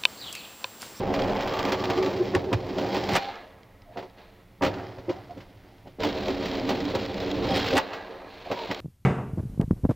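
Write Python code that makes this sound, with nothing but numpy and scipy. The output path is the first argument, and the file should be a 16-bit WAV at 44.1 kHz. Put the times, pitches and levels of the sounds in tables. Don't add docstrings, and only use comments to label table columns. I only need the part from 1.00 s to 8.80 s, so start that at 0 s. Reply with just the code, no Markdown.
import sys
import numpy as np
from scipy import signal
from scipy.fft import rfft, irfft, next_fast_len
from scipy.io import wavfile

SR = 44100
rng = np.random.default_rng(int(sys.argv[2]) if len(sys.argv) > 2 else 0)


def wrap_up_sound(samples):
    columns = np.atleast_2d(samples).T
    tamed = np.clip(columns, -1, 1)
    steps = np.round(tamed * 32767).astype(np.int16)
    wavfile.write(sys.argv[1], SR, steps)


N = 344131
TIME = np.arange(N) / SR


def from_db(db):
    return 10 ** (np.asarray(db) / 20)


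def rms_one(x):
    return x / np.sqrt(np.mean(x ** 2) + 1e-20)


def peak_one(x):
    return x / np.max(np.abs(x))


def butter(x, hz, kind, order=2):
    return signal.sosfilt(signal.butter(order, hz, kind, fs=SR, output="sos"), x)


def colour(x, spectrum):
    size = next_fast_len(len(x) + 2048)
    hz, db = np.transpose(spectrum)
    bins = np.maximum(np.arange(size // 2 + 1) * SR / size, 1)
    gain = from_db(np.interp(np.log(bins), np.log(hz), db))
    return irfft(rfft(x, size) * gain, size)[:len(x)]


def resonance(x, hz, width_hz):
    r = np.exp(-np.pi * width_hz / SR)
    feedback = [1, -2 * r * np.cos(2 * np.pi * hz / SR), r * r]
    return signal.lfilter(np.array([1, 0, -1]) * (1 - r * r) / 2, feedback, x)


def ringing(x, modes):
    return sum((-1) ** k * from_db(db) * resonance(x, hz, width)
               for k, (hz, width, db) in enumerate(modes))


def drift(per_s):
    points = rng.standard_normal(4096)
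    return rms_one(np.interp(TIME * per_s, np.arange(len(points)), points))


def grains(per_s, spread_db):
    sizes = from_db(spread_db * np.minimum(rng.exponential(1, N), 4)) * rng.choice([-1, 1], N)
    return sizes * (rng.random(N) < per_s / SR)


def gate(start_s, length_s, edge_s):
    return np.clip(.5 + np.minimum(TIME - start_s, start_s + length_s - TIME) / edge_s, 0, 1)


def registers(x):
    lows, below_highs = (signal.sosfiltfilt(signal.butter(3, hz, fs=SR, output="sos"), x, padtype=None)
                         for hz in (200, 1200))
    return rms_one(lows), rms_one(below_highs - lows), rms_one(x - below_highs)


# pitch in Hz, width in Hz, level in dB.
STEEL_NOTES = [(2050, 320, 2), (3240, 78, 8), (3910, 180, 3), (5150, 560, 2.5), (7160, 670, -5)]
def steel(x):
    return ringing(x, STEEL_NOTES)


# start in seconds, length in seconds, rumble boost in dB, grit boost in dB.
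PUSHES = [(2.113, 0.087, 9.5, 15), (6.523, 0.5, 4, 8)]
def rolling(run, ground, rumble_db, roar_db, grit_db, rumble_follows, grit_follows,
            brighten_db_per_s, stones_per_s, spread_db, patchy_db):
    times, db = np.transpose(run)
    start, end = times[0], times[-1]
    swell_db = np.interp(TIME, times, db) - db.mean()
    bright_db = brighten_db_per_s * (np.clip(TIME, start, end) - (start + end) / 2)
    push_rumble, push_grit = sum(np.outer(boosts, gate(at, length, edge_s=0.061))
                                 for at, length, *boosts in PUSHES)
    lows, mids, highs = registers(colour(grains(stones_per_s, spread_db), ground))
    rough_db = patchy_db * drift(110)
    sand = rms_one(butter(steel(grains(70, 2.8) + 1e-18), 4500, "low"))
    sandy_highs = highs + from_db(-10.5) * sand
    rumble = from_db(rumble_db + rumble_follows * swell_db - bright_db + push_rumble) * lows
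    roar = from_db(roar_db + swell_db + rough_db / 2) * mids
    grit = from_db(grit_db + grit_follows * swell_db + bright_db + push_grit + rough_db) * sandy_highs
    return from_db(db.mean()) * gate(start, end - start, edge_s=0.022) * (rumble + roar + grit)


# time in seconds, level in dB.
ON_PLAZA = [(0.0, -27.5), (0.176, -23.5), (0.76, -31)]
ON_LEDGE = [(0.75, -30), (1.052, -29), (1.358, -32), (1.478, -33.5), (1.59, -34.5), (1.912, -28.5),
            (2.032, -29), (2.18, -30.5)]
ON_BRICK = [(3.66, -38), (3.79, -38), (3.86, -43), (4.04, -53), (4.16, -44.5), (4.27, -52.5), (4.5, -59.5),
            (4.7, -58.5), (4.99, -68)]
ON_STONE = [(5.005, -26.5), (5.043, -35), (5.177, -33), (5.755, -32), (6.147, -34), (6.335, -31.5),
            (6.519, -26.5), (6.629, -32), (6.79, -35)]
# frequency in Hz, level in dB.
PLAZA_TONE = [(25, -4), (60, -14.5), (180, -4), (400, 10.5), (850, 5.5), (1080, -5.5), (1230, -13),
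              (1550, -15.5), (2700, -20.5), (3300, -22.5), (3800, -28), (5000, -30.5), (9000, -28)]
LEDGE_TONE = [(25, -23), (60, -11), (110, -6.5), (180, -4), (280, 0), (370, 3.5), (470, -1), (800, -6),
              (1400, -21.5), (1800, -20.5), (3200, -26), (5000, -30)]
BRICK_TONE = [(25, -24), (110, 13.5), (200, -17), (350, -13), (480, -20), (720, -18.5), (1100, -25),
              (2000, -10.5), (5000, -18)]
STONE_TONE = [(25, -5), (90, -1.5), (190, -3.5), (235, 1.5), (278, 5), (330, -0.5), (400, 2), (550, 0),
              (850, -7.5), (1300, -16.5), (2400, -18.5), (4000, -19), (5000, -27.5)]
def rolling_wheels():
    plaza = rolling(ON_PLAZA, PLAZA_TONE, rumble_db=-8, roar_db=-3, grit_db=-7.5,
                    rumble_follows=1, grit_follows=0.55, brighten_db_per_s=13,
                    stones_per_s=6000, spread_db=4.5, patchy_db=1.5)
    ledge = rolling(ON_LEDGE, LEDGE_TONE, rumble_db=-7, roar_db=-1.5, grit_db=-9,
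                    rumble_follows=0.11, grit_follows=1.86, brighten_db_per_s=0,
                    stones_per_s=7000, spread_db=3, patchy_db=1.5)
    brick = rolling(ON_BRICK, BRICK_TONE, rumble_db=-3, roar_db=3, grit_db=-6,
                    rumble_follows=0.73, grit_follows=0.58, brighten_db_per_s=-2.5,
                    stones_per_s=5000, spread_db=3.5, patchy_db=0)
    stone = rolling(ON_STONE, STONE_TONE, rumble_db=-5.5, roar_db=1, grit_db=-5.5,
                    rumble_follows=0.98, grit_follows=0.53, brighten_db_per_s=-1,
                    stones_per_s=7000, spread_db=1, patchy_db=2)
    return plaza + ledge + brick + stone


# pitch in Hz, width in Hz, level in dB.
TRUCK_NOTES = [(1260, 32, -22), (1950, 60, -21), (2420, 12, -3.5), (3330, 19, -25), (3880, 27, -25),
               (4340, 100, -8.5), (5670, 1300, -4)]
def trucks(x):
    return 0.83 * (x + sum(from_db(db) * resonance(x, hz, width) for hz, width, db in TRUCK_NOTES))


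# frequency in Hz, level in dB.
TOWN_TONE = [(25, -0.5), (60, -5), (110, -4), (250, -14), (700, -18), (1100, -23.5), (1650, -28),
             (2050, -23), (2500, -28.5), (3400, -30.5), (8000, -43), (16000, -39)]
def town():
    return from_db(-53.5) * rms_one(colour(rng.standard_normal(N), TOWN_TONE))


# pitch in Hz, width in Hz, level in dB.
DECK_NOTES = [(217.5, 88, -2.5), (284, 51, 1.5), (372, 43.4, 2), (567.5, 123, 5.5), (693, 280, 4),
              (874, 273, 5.5), (1033, 436, -3), (1710, 1040, -11.5)]
PLYWOOD_NOTES = [(620, 28, 0.5), (768, 136, -1.5), (874, 36, 3.5), (1130, 82, 0), (1370, 146, -4.5),
                 (1554, 115, -7), (1740, 83, 0), (1925, 38, -3), (2226, 65, -4), (2410, 64, -9.5),
                 (2820, 630, -10)]
# frequency in Hz, level in dB.
CRACK_TONE = [(500, -23), (1000, 4.5), (1800, -1), (3000, 1), (5000, -6.5)]
def blows(hits, knock_db, thump_db, crack_db, plywood_db, decay_s,
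          first_contact=10.7, crack_share=1.0, tilt_db=1.0, rise_s=0.00027):
    out, t = np.zeros(N + SR), TIME[:SR // 4]
    dying = np.exp(-t / decay_s)
    rising = 1 - np.exp(-t / rise_s)
    thump_hz = 134.4
    for (start, knock, crack), (rattle, hiss) in zip(hits, rng.standard_normal((len(hits), 2, len(t)))):
        force = rattle * dying + first_contact * (t == 0)
        db_per_octave = tilt_db + 0.89 * max(crack - knock + 15, -4)
        notes = [(hz, width, db + db_per_octave * np.log2(hz)) for hz, width, db in DECK_NOTES]
        deck = peak_one(ringing(force, notes))
        bounce = peak_one(resonance(butter(force, 2 * thump_hz, "low"), thump_hz, width_hz=71))
        plywood = peak_one(ringing(force * dying, PLYWOOD_NOTES))
        snap = rms_one(colour(hiss, CRACK_TONE)) * rising * dying ** (1 / crack_share)
        at = round(start * SR)
        out[at:at + len(t)] += (from_db(knock + knock_db) * deck + from_db(knock + thump_db) * bounce
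                                + from_db(crack + plywood_db) * plywood
                                + from_db(crack + crack_db) * snap)
    return out[:N]


# start in seconds, knock level in dB, crack level in dB.
SEAM_HITS = [(0.139, -14.5, -26.5), (0.192, -16.5, -30), (0.296, -13.5, -34), (0.408, -51, -31.5),
             (0.474, -30, -30.5), (0.511, -26, -49), (0.537, -30, -30.5), (0.59, -12, -27.5),
             (0.651, -13, -28.5), (0.688, -15, -34), (0.72, -9, -22), (0.786, -28, -36),
             (0.839, -14.5, -27), (0.900, -12, -24.5), (0.976, -19.5, -32), (1.026, -20, -30),
             (1.061, -15.5, -32), (1.783, -14, -29.5), (1.828, -15.5, -56), (1.945, -12, -27),
             (1.966, -14.5, -27.5), (2.089, -17, -26), (3.739, -28, -39.5), (4.307, -37, -50.5),
             (5.033, -16, -24), (5.046, -10.5, -27), (5.068, -15.5, -32.5), (5.282, -14.5, -31),
             (5.303, -16, -44), (5.457, -23, -29), (5.691, -14.5, -23), (5.704, -10.5, -27),
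             (5.952, -10, -27.5), (6.506, -19, -30.5), (6.565, -15, -30), (6.729, -12, -32),
             (6.752, -8, -24.5)]
def seams():
    return blows(SEAM_HITS, knock_db=-3.5, thump_db=-17.5, crack_db=2.5, plywood_db=-3.5,
                 decay_s=0.022, first_contact=13, crack_share=0.6, tilt_db=-2.5)


def steel_ticks(ticks, level_db, crunch_s, snap_db):
    out, t = np.zeros(N + SR), TIME[:SR // 16]
    for (start, db), noise in zip(ticks, rng.standard_normal((len(ticks), len(t)))):
        crunch = noise * np.exp(-t / crunch_s)
        snap = from_db(snap_db) * peak_one(butter(crunch, 1500, "high"))
        at = round(start * SR)
        out[at:at + len(t)] += from_db(db + level_db) * (peak_one(steel(crunch)) + snap)
    return out[:N]


# start in seconds, level in dB.
CHIP_SNAPS = [(0.1396, -25), (0.193, -26), (0.408, -27), (0.4239, -18.5), (0.503, -31), (0.591, -29),
              (0.603, -26), (0.6285, -16), (0.6515, -15), (0.735, -26), (0.9005, -27), (0.9772, -19),
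              (1.0278, -19), (1.048, -21), (1.0605, -17.5), (2.0128, -22), (2.039, -17), (2.0867, -27),
              (5.004, -20), (5.282, -22), (5.304, -27), (5.5712, -22), (5.8042, -17), (5.8525, -17.5),
              (5.9502, -13), (6.061, -20), (6.1433, -18), (6.2023, -18.5), (6.3135, -16), (6.3555, -23),
              (6.4915, -22), (6.6855, -10), (7.746, -18.5)]
def stone_chips():
    return steel_ticks(CHIP_SNAPS, level_db=-6.5, crunch_s=0.002, snap_db=0.5)


def reflect(x, tail, db):
    return from_db(db) * signal.fftconvolve(x, tail / np.linalg.norm(tail))[:N]


# frequency in Hz, level in dB.
ECHO_TONE = [(100, -32), (370, -6), (800, -15), (1600, -1.5), (3000, -2), (5000, 0), (12000, -5.5)]
def buildings(x, fade_s=0.54, build_s=0.18):
    t = TIME[:3 * SR // 2]
    shape = from_db(-60 * t / fade_s) * (1 - np.exp(-(t / build_s) ** 2))
    return reflect(x, colour(rng.standard_normal(len(t)), ECHO_TONE) * shape, db=-27)


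# start in seconds, length in seconds, pitch in Hz, level in dB.
SHIVER_NOTES = [(0.49, 0.6, 1163, -38), (0.84, 0.4, 372, -34), (1.832, 0.48, 793, -38),
                (2.868, 0.067, 650, -53), (5.488, 0.48, 275, -35), (6.485, 0.16, 3240, -43),
                (6.505, 0.16, 770, -36.5), (6.483, 0.15, 5150, -43), (6.732, 0.037, 590, -26),
                (6.977, 0.078, 1610, -45), (7.56, 0.091, 928, -40.5)]
def shivering_notes(level_db=-1.5, width_hz=79):
    taps = grains(900, 3.8)
    out = 0
    for start, length, hz, db in SHIVER_NOTES:
        note = rms_one(resonance(resonance(taps, hz, width_hz), hz, width_hz))
        out += from_db(db + level_db) * gate(start, length, edge_s=0.018) * note
    return out


# start in seconds, length in seconds, pitch in Hz, level in dB.
HUMS = [(0.958, 0.14, 374.7, -30.5), (1.206, 0.023, 372, -19.5), (1.351, 0.011, 372, -10),
        (1.355, 0.029, 114.3, -24), (1.466, 0.055, 375, -30.5), (1.533, 0.035, 112.9, -23),
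        (1.59, 0.079, 113, -39), (4.095, 0.014, 359.3, -21), (4.096, 0.019, 548, -28),
        (4.14, 0.057, 740, -46), (5.28, 0.083, 280, -65)]
def board_hums(level_db=2.5, waver_hz=14.9):
    waver = waver_hz * drift(90)
    out = 0
    for start, length, hz, db in HUMS:
        note = np.sin(2 * np.pi * np.cumsum(hz + waver) / SR)
        out += from_db(db + level_db) * gate(start, length, edge_s=0.011) * note
    return out


# start in seconds, knock level in dB, crack level in dB.
SLAM_HITS = [(1.350, -11, -28.5), (1.529, -11, -28), (7.702, -25, -48), (7.712, -21, -32.5),
             (7.719, -35, -49)]
def slams():
    return blows(SLAM_HITS, knock_db=3, thump_db=-3.5, crack_db=8.5, plywood_db=17,
                 decay_s=0.011, rise_s=0.00019)


# start in seconds, pitch in Hz, level in dB, seconds to fade by 60 dB.
BENDING_NOTES = [(1.350, 1130, -12.5, 0.058), (1.350, 1570, -33, 0.034), (1.350, 1914, -12, 0.035),
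                 (1.529, 720, -25, 0.074), (2.968, 712, -34, 0.26), (2.968, 470, -37, 0.15),
                 (3.634, 283, -21, 0.15), (4.307, 720, -38, 0.15), (5.282, 584, -47, 0.056),
                 (6.768, 281, -17, 0.09), (7.471, 743, -31, 0.06), (7.515, 446, -23, 0.07),
                 (7.514, 557, -26, 0.13), (7.514, 693, -32, 0.1)]
def deck_rings(level_db=-2, waver_hz=21.7, shiver=0.55):
    waver = waver_hz * drift(120)
    out = 0
    for start, hz, db, fade_s in BENDING_NOTES:
        age = np.maximum(TIME - start, 0)
        note = np.sin(2 * np.pi * np.cumsum((hz + waver) * (age > 0)) / SR)
        out += from_db(db + level_db - 60 * age / fade_s) * note
    return out * (1 + shiver * drift(250))


def far_wall(x, delay_s=0.17, spread_s=0.091):
    t = TIME[:SR // 2]
    smear = rng.standard_normal(len(t)) * np.exp(-((t - delay_s) / spread_s) ** 2)
    return reflect(x, butter(smear, [500, 2210], "band"), db=-33.5)


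# start in seconds, knock level in dB, crack level in dB.
POP_HITS = [(2.153, -13.5, -25.5), (6.768, -14, -25.5)]
def tail_pops(gap_s=0.01, louder_db=0.5):
    contacts = [(start + k * gap_s, knock + k * louder_db, crack + k * louder_db)
                for start, knock, crack in POP_HITS for k in range(2)]
    return blows(contacts, knock_db=7, thump_db=-13, crack_db=8, plywood_db=23,
                 decay_s=0.013, tilt_db=1.5, rise_s=0.00033)


# start in seconds, length in seconds,
# whirr, hiss and ring levels in dB, the whirr's fade in dB per second (below zero it grows).
SPINS = [(2.198, 1, -37.5, -28, -47, 45.5), (2.924, 0.35, -55, -54, -59, 30),
         (3.177, 0.26, -54.5, -50, -56.5, 25), (6.752, 0.54, -35.5, -35, -42, 14.5),
         (7.286, 0.24, -47, -43.5, -51, -7.5), (7.558, 0.35, -37.5, -32, -52, 7)]
# frequency in Hz, level in dB.
BEARING_TONE = [(100, -2.5), (300, -6.5), (500, -2.5), (730, -5.5), (1300, -8.5), (2100, -4.5),
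                (3200, -6.5), (4100, -5.5), (5000, -16)]
# pitch in Hz, width in Hz, level in dB.
WHEEL_NOTES = [(654, 27, -0.5), (1280, 43, 2.5), (1660, 74, -4), (1943, 88, 1), (2500, 590, -23)]
def free_wheels(whirr_db=-0.5, hiss_db=-6, ring_db=-5, turns_hz=25, wobble_db=1.2):
    balls = grains(5000, 3.56)
    _, mids, highs = registers(colour(balls, BEARING_TONE))
    singing = rms_one(ringing(balls, WHEEL_NOTES))
    turn = np.sin(2 * np.pi * np.cumsum(turns_hz * (1 + 0.168 * drift(8.6))) / SR)
    out = 0
    for start, length, whirr, hiss, ring, fade in SPINS:
        lost_db = fade * np.clip(TIME - start, 0, length)
        spin = (from_db(whirr + whirr_db - lost_db) * mids
                + from_db(hiss + hiss_db - 1.98 * lost_db) * highs
                + from_db(ring + ring_db - 0.53 * lost_db) * singing)
        out += gate(start, length, edge_s=0.032) * spin
    return from_db(wobble_db * turn) * out


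# start in seconds, level in dB.
WASHER_TICKS = [(2.356, -34), (2.632, -41.5), (2.820, -41.5), (3.098, -47)]
def washers():
    return steel_ticks(WASHER_TICKS, level_db=-1, crunch_s=0.0017, snap_db=-10)


# start in seconds, knock level in dB, crack level in dB.
AIR_HITS = [(2.971, -27, -43), (2.989, -32, -48), (3.026, -33.5, -51), (3.182, -44, -57),
            (6.932, -30, -38.5), (7.471, -38, -62), (7.514, -17.5, -33.5)]
def air_knocks():
    return blows(AIR_HITS, knock_db=3.5, thump_db=-14, crack_db=5, plywood_db=11,
                 decay_s=0.024, first_contact=12, tilt_db=0, rise_s=0.00057)


# start in seconds, knock level in dB, crack level in dB.
LANDING_HITS = [(3.622, -12.5, -28.5), (3.634, -11, -27.5), (3.648, -14, -29), (3.664, -13, -31),
                (3.679, -16, -40)]
def landing():
    return blows(LANDING_HITS, knock_db=0.5, thump_db=-8.5, crack_db=5, plywood_db=13.5, decay_s=0.015)


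# start in seconds, knock level in dB, crack level in dB.
THUD_HITS = [(3.982, -30.5, -49.5), (4.092, -19, -35.5), (4.372, -29, -49), (4.402, -35.5, -47),
             (4.868, -29.5, -51.5)]
def thuds():
    return blows(THUD_HITS, knock_db=-3, thump_db=-8, crack_db=6, plywood_db=5,
                 decay_s=0.017, first_contact=1.9, tilt_db=-1, rise_s=0.0053)


# frequency in Hz, change in level in dB.
TREBLE_SHAPE = [(4800, -0.5), (5600, -7.5), (6250, -12), (7500, -13.5), (8500, -32.5), (12000, -31.5),
                (14200, -14.5), (15600, -16)]
def dull_highs(x):
    return colour(x, TREBLE_SHAPE)


def stereo_mic(x, right_db=0.8):
    t = TIME[:SR // 8]
    near = butter(rng.standard_normal(len(t)) * np.exp(-t / .03), [200, 1600], "band", order=1)
    side = reflect(x, near, db=-28)
    return np.array([(x + side) * from_db(-right_db / 2), (x - side) * from_db(right_db / 2)])


def scene():
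    wheels = rolling_wheels() + free_wheels()
    ticks = stone_chips() + washers()
    knocks = seams() + air_knocks() + thuds()
    hard_hits = slams() + tail_pops() + landing()
    board = trucks(wheels + knocks + hard_hits) + ticks + board_hums() + shivering_notes() + deck_rings()
    echo = buildings(hard_hits + knocks / 2) + far_wall(hard_hits)
    return stereo_mic(dull_highs(board + echo) + town())


def hollow(x, copy_db=-3, lead_s=0.0123):
    lead = round(lead_s * SR)
    dull = butter(x, [120, 900], "band")
    return x - from_db(copy_db) * np.pad(dull[:, lead:], [(0, 0), (0, lead)])


def record(dry, ceiling=0.13, cutoff_hz=15750):
    clipped = dry / (1 + (dry.mean(axis=0) / ceiling) ** 6) ** (1 / 6)
    top_cut = signal.ellip(10, .2, 80, cutoff_hz, fs=SR, output="sos")
    return signal.sosfilt(top_cut, butter(hollow(clipped), 22, "high"))


dry = scene()
out = record(dry)
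wrap_up_sound(out)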